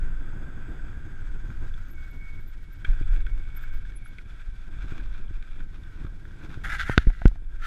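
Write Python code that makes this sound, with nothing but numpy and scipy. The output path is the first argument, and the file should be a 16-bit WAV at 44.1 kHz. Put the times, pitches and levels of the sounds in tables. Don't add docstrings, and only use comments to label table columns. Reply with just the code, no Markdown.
import sys
import numpy as np
from scipy import signal
from scipy.fft import rfft, irfft, next_fast_len
from scipy.io import wavfile
from scipy.ndimage import uniform_filter1d

SR = 44100
rng = np.random.default_rng(int(sys.argv[2]) if len(sys.argv) > 2 else 0)


def file_out(sig):
    cols = np.atleast_2d(sig).T
    lim = np.clip(cols, -1, 1)
    pcm = np.round(lim * 32767).astype(np.int16)
    wavfile.write(sys.argv[1], SR, pcm)


N = 337806
TIME = np.arange(N) / SR

# time in seconds, rumble in dB, deep sway in dB.
WIND_LEVELS = [(0, -41.5, -20.5), (0.7, -43.5, -37), (1.05, -42.5, -33.5), (1.35, -41.5, -27.5),
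               (1.8, -47, -40.5), (2.1, -45, -35), (2.74, -50.5, -40), (2.9, -36.5, -29.5),
               (3.1, -47.5, -17), (3.4, -42.5, -30), (3.75, -44, -30.5), (4.25, -50.5, -38.5),
               (4.9, -47, -29.5), (5.4, -51, -22.5), (5.8, -42, -37), (6.4, -44.5, -38.5),
               (6.7, -38.5, -30.5), (7.3, -50.5, -32.5), (7.65, -49, -27)]
# middle and half
# length in seconds, change of sway and of rumble in dB.
SWAY_SWELLS = [(0.317, 0.038, -0.5, -5.5), (0.655, 0.12, 5, 3.5), (0.85, 0.061, 7, -2),
               (1.307, 0.11, 2, -1.5), (1.604, .06, 5, 6), (1.753, 0.13, 13.5, 1), (1.987, 0.043, 6.5, 1),
               (2.428, 0.26, 6.5, 0), (3.34, 0.089, 6.5, -2), (3.75, 0.077, 8.5, -8), (4.483, 0.023, 9, 1),
               (4.77, 0.031, 1.5, 5), (5.32, 0.092, -4, -7), (5.458, 0.046, -13, -4), (5.627, 0.015, 7, -2),
               (6.07, 0.098, 7, -6)]
# frequency in Hz, spectral level in dB.
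SWAY_EQ = [(8, -8), (16, 9.5), (28, -3.5), (38, -2), (55, -22.5), (90, -20.5), (200, -92)]
RUMBLE_EQ = [(25, -43), (48, 1.5), (75, -5.5), (115, -7.5), (160, -20), (260, -47.5), (600, -68)]
BUFFET_EQ = [(70, -19), (150, 1), (230, -7), (320, -6.5), (450, -17), (620, -22), (1100, -24), (2500, -59)]

# time in seconds, ticks per second, level in dB.
FREEWHEEL = [(0, 95, -82), (0.7, 86, -88), (1.4, 134, -83), (2.0, 92, -81), (2.5, 66, -100)]
# time in seconds, level in dB.
DRIVE_LEVELS = [(0, -53.5), (0.7, -52), (1.15, -55.5), (1.7, -57), (2.72, -62.5), (3.3, -58.5),
                (4.1, -62.5), (5.7, -65.5), (6.6, -58.5), (7.35, -68), (7.65, -60)]
# centre in Hz, width in Hz, gain in dB.
PAWL_BANDS = [(6480, 610, 17), (7950, 420, -10)]
WHIRR_BANDS = [(646, 270, -16), (977, 56, -13), (1357, 178, -5.5), (1539, 170, -0.5), (1910, 170, -15),
               (2280, 510, -14.5), (3400, 290, -17.5), (4890, 510, -27.5), (6610, 550, -28.5),
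               (7810, 330, -26), (11220, 360, -34)]
RASP_BANDS = [(1463, 200, 3), (1814, 140, -0.5), (2060, 120, -8), (2600, 140, -22), (3230, 220, -14),
              (4700, 380, -24), (6050, 500, -27.5)]

# time in seconds, looseness from 0 to 1, tyre hiss and crunch in dB.
GROUND = [(0, 0.2, -68), (0.7, 0, -70), (1.5, 0.53, -64.5), (2.8, 0.46, -64.5), (2.87, 0.91, -66),
          (4.2, 0.87, -64.5), (4.8, 0.82, -67.5), (5.6, 0.85, -68), (5.75, 0.13, -66), (6.6, 0.36, -62),
          (7.45, 0.76, -70)]
# middle and half length in seconds, lift of rolling and of buffeting in dB.
ROUGH_PATCHES = [(0.593, 0.28, -1, 4.5), (1.505, 0.042, 1.5, 0.5), (1.637, 0.034, 4.5, 8),
                 (2.932, 0.094, 7.5, -3), (3.05, 0.036, -1, -5), (3.128, 0.1, 8, 4.5), (3.643, 0.15, 6, -4),
                 (4.295, 0.036, 6.5, 1.5), (4.406, 0.02, 9, -2), (4.81, 0.17, 8.5, 4.5),
                 (4.92, 0.029, 6, -1), (4.982, 0.095, 3.5, 9), (5.215, 0.086, 5, 7.5), (5.45, 0.13, 5, 2),
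                 (5.604, 0.033, 9, 7), (5.87, 0.059, 6.5, -0.5), (6.014, 0.04, 5, 8.5),
                 (6.486, 0.15, -0.5, 4)]
# middle and half length in seconds, level in dB.
GRIT_SWEEPS = [(2.885, 0.021, -52), (4.823, 0.029, -52.5), (4.9, 0.04, -55), (4.976, 0.027, -49),
               (5.042, 0.036, -58), (5.156, 0.047, -55), (5.361, 0.028, -56), (5.523, 0.03, -58),
               (5.757, 0.028, -56.5), (6, 0.078, -61), (6.282, 0.085, -81), (6.432, 0.052, -54),
               (6.53, 0.033, -50.5)]
# time in seconds, level in dB.
DIPS = [(2.888, -10), (3.119, -9)]
BUMPS = [(3.013, -21), (4.845, -30), (4.923, -22.5), (5.31, -30), (6.048, -23), (6.575, -24)]
# start in seconds, level in dB, ring in Hz, fade in seconds, snap share.
CLICKS = [(1.503, -39.5, 1350, 0.0014, .1), (1.739, -42, 3420, 0.0021, 0.27),
          (2.8454, -27.5, 1510, 0.0064, 0.11), (2.848, -32.5, 3280, 0.0032, 0.33),
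          (2.8485, -29.5, 2230, 0.0041, 0.092), (3.205, -39.5, 1550, 0.0019, 0.29),
          (3.266, -34, 1600, 0.0028, 0.27), (3.592, -44, 1580, 0.0015, 0.18),
          (3.635, -39, 1560, 0.0021, 0.084), (3.851, -42, 1580, 0.0032, 0.16),
          (3.921, -45, 1610, 0.0014, 0.49), (4.06, -38.5, 1520, 0.0013, 0.09),
          (4.1833, -33.5, 2250, 0.0041, 0.29), (4.818, -42, 2340, 0.0066, 0.3),
          (4.994, -39, 1540, 0.007, .1), (5.144, -42, 1540, 0.006, 0.22), (5.281, -55, 3420, 0.0008, 1),
          (5.425, -42.5, 2340, 0.0027, 0.82), (5.563, -47, 1540, 0.0023, 0.16),
          (5.604, -39, 1500, 0.0025, 0.14), (5.835, -53, 3500, 0.002, 0.74),
          (6.049, -40, 1370, 0.0027, 0.091), (6.065, -41.5, 1310, 0.0041, 0.19),
          (6.253, -36, 1460, 0.0013, 0.056), (6.309, -44.5, 1490, 0.0014, 0.12),
          (6.412, -44, 1570, 0.0046, .05), (6.502, -41, 1400, 0.00095, 0.079),
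          (7.28, -29.5, 3280, 0.00008, 0.27)]
# frequency in Hz, spectral level in dB.
GRAVEL_EQ = [(300, -17), (800, -27), (1150, -33), (1550, -25), (1750, -16), (1880, 8), (2040, -3),
             (2260, 8.5), (2450, -5.5), (2850, -4), (3450, 0), (4200, -7), (5200, -8), (8800, -17.5),
             (15000, -27.5)]
PEBBLE_EQ = [(500, -19), (1000, -9), (1500, -6), (1900, -14), (2350, 18.5), (2950, -4), (3450, 13),
             (4300, -15), (5500, -31), (8000, -42), (15000, -48)]
GRIT_EQ = [(300, -15), (700, -7), (1050, -3), (1500, 7.5), (1900, -6.5), (2400, 1), (2950, -11), (3500, -4),
           (4400, -15), (6500, -19), (9000, -29), (15000, -36)]
SCRAPE_EQ = [(300, 10), (800, -19), (1150, -15), (1500, 20.5), (1950, 1), (2330, 9.5), (2950, -9),
             (3450, 3.5), (4200, -38), (5200, -23), (8000, -24), (15000, -47)]
SNAP_EQ = [(1500, -26), (2300, 2), (3500, 18), (5000, 0), (8000, -12), (11000, -30), (15000, -33)]

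# start and length in seconds, singing in dB, rubbing in dB.
BRAKE_SQUEEZES = [(1.934, 0.25, -62.5, -63.5), (2.184, 0.05, -50.5, -56), (2.23, 0.051, -56, -57),
                  (2.295, 0.096, -59, -59), (2.508, 0.62, -76, -68.5), (3.08, 0.696, -68, -62),
                  (3.822, 0.14, -75, -65.5), (3.996, 0.075, -62, -61)]
# middle in seconds, level in dB, pitch in Hz, length in seconds,
# glide as a share of the pitch.
DISC_CHIRPS = [(1.889, -66, 12200, 0.04, .03), (1.922, -59, 12500, 0.043, 0.037),
               (2.112, -63, 12530, 0.027, 0), (2.148, -75, 13350, 0.098, .07),
               (2.413, -68, 13000, 0.03, .01), (2.49, -64, 13950, 0.094, 0.024),
               (2.636, -72, 13500, 0.056, .03), (2.732, -64, 13250, 0.04, -.02),
               (2.785, -75, 13800, 0.06, .04), (3.146, -60.5, 13250, 0.024, .01),
               (3.57, -53, 13130, 0.04, -.012), (3.629, -63, 13450, 0.05, .025),
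               (3.75, -64, 14050, 0.088, -.03), (3.971, -53.5, 10630, 0.046, -.01),
               (4.059, -61, 10650, 0.045, .03), (4.085, -64, 11500, 0.035, 0.014)]

# start, rise and length in seconds, level in dB, share of sharp
GLOVE_STROKES = [(6.636, 0.0031, 0.02, -33.5, 0.061, 1.03), (6.661, 0.012, 0.019, -35.5, 0.1, 1.06),
                 (6.687, 0.01, 0.024, -32, 0.04, 1.12), (6.709, 0.013, 0.047, -31.5, 0.098, 1.1),
                 (6.775, 0.028, 0.038, -29, 0.28, 1.06), (6.829, 0.041, 0.074, -37.5, 0.05, 1.1),
                 (6.876, 0.0086, 0.054, -34.5, 0.055, 1.0), (6.94, 0.012, 0.087, -47, 0.32, 1.15),
                 (7.032, 0.011, 0.247, -54, 0.25, 1.08), (7.589, 0.11, 0.08, -34, 0.21, 0.95)]
# time in seconds, push in dB, contact in seconds, sway in dB, sway in Hz,
# shell ring in dB, hardness as the ring's cutoff in Hz, hollow ring in dB, crack in dB.
KNOCKS = [(6.897, -11, 0.00021, -17.5, 89, -8.5, 1810, -44, -35),
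          (6.9787, 0.5, 0.00038, -10.5, 46.8, 0.5, 4500, -26, -9.5),
          (7.071, -15.5, 0.00061, -4.5, 30, -43, 2500, -57, -33),
          (7.102, -31, 0.00024, -47, 30, -26, 1700, -40.5, -33),
          (7.218, -30, 0.00044, -18.5, 28.2, -13.5, 1400, -33, -40),
          (7.2567, -0.5, 0.00052, -2.5, 31.7, -1, 1410, -33, -22),
          (7.315, -42, 0.00021, -27, 40.5, -45, 900, -51, -55),
          (7.358, -44, 0.00025, -31, 40.4, -37, 1200, -46.5, -42),
          (7.423, -41, 0.00039, -47, 40, -52, 900, -67, -58)]
# pitch in Hz, level in dB, time to fall 60 dB in seconds.
SHELL_MODES = [(784, -8.5, 0.0076), (1504, 0, 0.013), (1935, 2.5, 0.0053), (2500, -3.5, 0.0067),
               (3490, -7, 0.011), (4550, -15.5, 0.017), (6960, -30, 0.0026)]
# frequency in Hz, spectral level in dB.
RUB_EQ = [(300, -49), (600, -16), (780, -10), (930, -13), (1150, -9.5), (1330, 5.5), (1500, 0),
          (2000, -1.5), (2450, -8), (3000, -15.5), (4400, -22.5), (6500, -42), (11000, -43), (15000, -60)]
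SCRATCH_EQ = [(1500, -31), (2800, 5), (3800, 3.5), (5000, -6), (7000, -11.5), (9000, -32), (15000, -41)]
FIZZ_EQ = [(3000, -9.5), (6500, -3), (8800, -7.5), (10500, -8), (13500, -15), (15000, -23)]
CRACK_EQ = [(200, -7), (650, -7), (1000, 4), (1450, 7), (2700, -7), (4000, -18), (5500, -18.5), (8000, -27),
            (15000, -38)]
MIC_HISS_EQ = [(1000, -23), (11000, 13), (13000, -5), (15000, -10)]


def amp(db):
    return 10 ** (np.asarray(db) / 20)


def unit(x):
    return x / np.sqrt(np.mean(x ** 2) + 1e-20)


def noise(n=N):
    return rng.standard_normal(n)


def curves(rows):
    s, *columns = np.transpose(rows)
    return [np.interp(TIME, s, column) for column in columns]


def add(mix, s, sound):
    part = mix[max(round(s * SR), 0):][:len(sound)]
    part += sound[:len(part)]


def colour(x, points):
    hz, db = np.transpose(points)
    size = 2 * next_fast_len(len(x) // 2 + 2048)
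    bins_hz = np.fft.rfftfreq(size, 1 / SR)
    gain = amp(np.interp(np.log(bins_hz + 1), np.log(hz + 1), db))
    return irfft(rfft(x, size) * gain)[:len(x)]


def resonate(x, hz, width):
    b, a = signal.iirpeak(min(hz, SR * .45), hz / (1.55 * width), fs=SR)
    return signal.lfilter(b, a, signal.lfilter(b, a, x))


def glide(x, hz, width):
    carrier = np.exp(2j * np.pi * np.cumsum(hz) / SR)
    r = np.exp(-1.55 * np.pi * width / SR)
    return 2 * (carrier * signal.lfilter([(1 - r) ** 2], [1, -2 * r, r * r], x / carrier)).real


def sine(hz):
    return np.sin(2 * np.pi * np.cumsum(hz) / SR)


def wander(per_s):
    knots = rng.standard_normal(8192)
    return unit(np.interp(TIME * per_s, np.arange(len(knots)), knots))


def grains(per_s, spread_db):
    size = amp(spread_db * np.minimum(rng.exponential(1, N), 4))
    return unit(size * rng.choice([-1, 1], N) * (rng.random(N) < per_s / SR))


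def hump(s, half):
    return np.exp(-((TIME - s) / half) ** 2)


def swell(start, rise, length, release):
    t = TIME - start
    attack = np.sin(np.pi / 2 * np.clip(t / rise, 0, 1)) ** 2
    return attack * np.exp(-np.maximum(t - length, 0) / release)


def push(t, contact_s):
    return 1 / np.cosh(np.minimum(abs(t) / contact_s, 50))


def swing(t, hz, fade_s):
    after = np.maximum(t, 0)
    return np.sin(2 * np.pi * hz * after) * np.exp(-(after / fade_s) ** 2)


def patch_lift():
    return sum(db * hump(s, half) for s, half, db, _ in ROUGH_PATCHES)


def wind(buffet_db=-5, eddy_db=2.1, speed_share=0.29):
    rumble_db, sway_db = curves(WIND_LEVELS)
    flutter_db = (1 - speed_share) * rumble_db + speed_share * curves(DRIVE_LEVELS)[0] + buffet_db
    flutter_db += sum(db * hump(s, half) for s, half, _, db in ROUGH_PATCHES) - 0.2 * curves(GROUND)[0]
    sway_db += sum(db * hump(s, half) for s, half, db, _ in SWAY_SWELLS)
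    rumble_db += sum(db * hump(s, half) for s, half, _, db in SWAY_SWELLS)
    sway = unit(colour(noise(), SWAY_EQ))
    sway /= np.sqrt(uniform_filter1d(sway ** 2, size=4000) + 0.02)
    eddies = amp(eddy_db * wander(per_s=45))
    rumble, flutter = (unit(colour(noise() * eddies, eq)) for eq in (RUMBLE_EQ, BUFFET_EQ))
    return amp(sway_db) * sway + amp(rumble_db) * rumble + amp(flutter_db) * flutter


def freewheel(tick_s=0.0008, uneven_db=3):
    rate, level_db = curves(FREEWHEEL)
    since_tick = np.cumsum(rate) / SR % 1 / rate
    ticks = np.exp(-since_tick / tick_s) * noise() * amp(uneven_db * wander(per_s=60))
    return amp(level_db) * unit(sum(amp(db) * resonate(ticks, hz, width) for hz, width, db in PAWL_BANDS))


def motor(hz=1575, trim_db=-5.5, flutter_db=3.5):
    pitch = hz * (1 + 0.014 * wander(per_s=19) + 0.016 * wander(per_s=200))
    whine = sine(pitch) * amp(flutter_db * wander(per_s=63))
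    return amp(curves(DRIVE_LEVELS)[0] + trim_db + 0.71 * patch_lift()) * unit(whine)


def rolling(whirr_trim_db=-0.36, crunch_trim_db=-3, shake_db=2.5, grit=0.62, rattle=0.45):
    loose, tyre_db = curves(GROUND)
    whirr_db = curves(DRIVE_LEVELS)[0] + patch_lift() + whirr_trim_db
    crunch_db = tyre_db + 0.22 * patch_lift() + crunch_trim_db
    shake = amp(shake_db * np.sqrt(loose) * wander(per_s=50))
    ticks = rattle * loose * grains(per_s=300, spread_db=7)
    whirr = unit(sum(amp(db) * resonate(noise() + ticks, hz, width) for hz, width, db in WHIRR_BANDS))
    crunch = unit(colour(noise() + grit * loose * grains(per_s=780, spread_db=4.5), GRAVEL_EQ))
    return shake * (amp(whirr_db) * whirr + amp(crunch_db) * crunch)


def pebbles(level_db=-63, patch_share=0.8, grind=0.97):
    loose = curves(GROUND)[0]
    pops = grains(per_s=700, spread_db=6.5) + grind * noise()
    return amp(level_db + patch_share * patch_lift()) * loose ** 5 * unit(colour(pops, PEBBLE_EQ))


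def tread(grind=0.83, shake_db=1.5):
    level = sum(amp(db) * hump(s, half) for s, half, db in GRIT_SWEEPS)
    crackle = grains(per_s=1400, spread_db=5.5) + grind * noise()
    return level * amp(shake_db * wander(per_s=60)) * unit(colour(crackle, GRIT_EQ))


def jolts(thump_db=-12.5, frame_db=-13, lead_s=0.02):
    bounces = sum(amp(db) * swing(TIME - s, hz=25.9, fade_s=0.05) for s, db in DIPS)
    out = uniform_filter1d(bounces, size=400)
    t = np.arange(SR // 5) / SR - lead_s
    thump = amp(thump_db) * swing(t, hz=67, fade_s=0.017)
    frame = amp(frame_db) * swing(t, hz=274, fade_s=0.0059)
    thud = thump + frame - push(t, contact_s=0.00099)
    for s, db in BUMPS:
        add(out, s - lead_s, amp(db) * thud)
    return out


def clicks(ring=7.5, dryness=0.49, snap_s=0.0023):
    out, t = np.zeros(N), np.arange(2048) / SR
    for s, db, hz, fade, snap_share in CLICKS:
        burst = noise(len(t)) * np.exp(-t / fade) * (1 - np.exp(-2 * t / fade))
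        body = colour(burst, SCRAPE_EQ) + ring * resonate(burst, hz, width=max(250, dryness / fade))
        snap = colour(burst * np.exp(-abs(t - fade / 2) / snap_s), SNAP_EQ)
        add(out, s, amp(db) * (body / abs(body).max() + snap_share * snap / abs(snap).max()))
    return out


def chatter(level_db=-83, middle_s=2.0, half_s=0.55, flicker_db=5):
    flicker = amp(flicker_db * wander(per_s=70))
    sizzle = resonate(noise(), hz=14100, width=800)
    return amp(level_db) * hump(middle_s, half_s) * unit(flicker * sizzle)


def disc_chirps(roughness=0.007, waver=0.009, flutter_db=3):
    out = np.zeros(N)
    jitter = roughness * wander(per_s=900) + waver * wander(per_s=90)
    for s, db, hz, length, slide in DISC_CHIRPS:
        n = int(length * SR)
        pitch = hz * (1 + slide * np.linspace(-.5, .5, n) + jitter[int(s * SR):][:n])
        add(out, s - length / 2, amp(db) * np.hanning(n) * sine(pitch))
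    return out * amp(flutter_db * wander(per_s=98))


def brake(hz=2222, waver=0.00098, flutter_db=1.8):
    sing, rub = np.zeros((2, N))
    for start, length, sing_db, rub_db in BRAKE_SQUEEZES:
        grip = swell(start, rise=0.037, length=length, release=0.043)
        sing = np.maximum(sing, amp(sing_db) * grip)
        rub = np.maximum(rub, amp(rub_db) * grip)
    pitch = hz * (1 + waver * wander(per_s=29))
    tone = np.sqrt(2) * sine(pitch) * amp(flutter_db * wander(per_s=47))
    return sing * tone + rub * unit(resonate(noise(), hz=2227, width=42))


def glove(slips_per_s=230, slip_s=0.0014, drag=0.45, uneven_db=0.5, hiss=0.25, fizz_db=-27):
    pressure, scratch_level, pitch = np.zeros(N), np.zeros(N), np.ones(N)
    for start, rise, length, db, share, ratio in GLOVE_STROKES:
        stroke = amp(db) * swell(start, rise, length, release=0.017)
        pitch = np.where(stroke > pressure, ratio, pitch)
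        pressure = np.maximum(pressure, stroke)
        scratch_level = np.maximum(scratch_level, share * stroke)
    fibres = grains(per_s=4000, spread_db=1.5)
    grip = amp(uneven_db * wander(per_s=140))
    rate = slips_per_s * np.exp(0.3 * wander(per_s=130))
    since_slip = np.cumsum(rate) / SR % 1 / rate
    friction = grip * (drag + np.exp(-since_slip / slip_s))
    slips = (fibres + hiss * noise()) * friction
    pitch *= 1 + 0.015 * wander(per_s=66)
    rasp = sum(amp(db) * glide(slips, hz * pitch, width) for hz, width, db in RASP_BANDS)
    body = unit(colour(slips, RUB_EQ) + rasp)
    scratch, fizz = (unit(colour(friction * noise(), eq)) for eq in (SCRATCH_EQ, FIZZ_EQ))
    return pressure * body + scratch_level * scratch + amp(fizz_db) * pressure ** 0.86 * fizz


def cracks(fade_s=0.0015):
    out, t = np.zeros(N), np.arange(2048) / SR
    for s, *_, crack_db in KNOCKS:
        burst = unit(colour(noise(len(t)), CRACK_EQ))
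        add(out, s, amp(crack_db) * np.exp(-t / fade_s) * burst / 2)
    return out


def knocks(shell_trim_db=-4, sway_cycles=0.85, hollow_hz=690, hollow_t60_s=0.025, lead_s=0.02):
    out, t = np.zeros(N), np.arange(SR // 4) / SR - lead_s
    after = np.maximum(t, 0)
    for s, push_db, contact_s, sway_db, sway_hz, shell_db, hard_hz, hollow_db, _ in KNOCKS:
        blow = amp(push_db) * push(t, contact_s)
        sway = amp(sway_db) * swing(t, sway_hz, sway_cycles / sway_hz) * np.tanh(after / contact_s / 2)
        shell = sum(amp(db - 60 * after / t60) * np.sin(2 * np.pi * hz * after) / (1 + (hz / hard_hz) ** 4)
                    for hz, db, t60 in SHELL_MODES)
        shell *= amp(shell_db + shell_trim_db) * np.tanh(after * hard_hz)
        hollow = amp(hollow_db - 60 * after / hollow_t60_s) * np.sin(2 * np.pi * hollow_hz * after)
        add(out, s - lead_s, sway - blow + shell + hollow)
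    return out


def scene():
    ride = wind() + rolling() + motor() + freewheel() + pebbles() + tread() + clicks() + jolts()
    return (ride + brake() + disc_chirps() + chatter() + knocks() + cracks() + glove())[None]


def record(dry):
    hiss_db, cutoff_hz = -85, 15300
    heard = dry + amp(hiss_db) * unit(colour(noise(), MIC_HISS_EQ))
    heard = heard / (1 + heard ** 6) ** (1 / 6)
    high_cut = signal.firwin(511, cutoff_hz, window=("kaiser", 9), fs=SR)
    return signal.oaconvolve(heard, high_cut[None], "same")


dry = scene()
out = record(dry)
file_out(out)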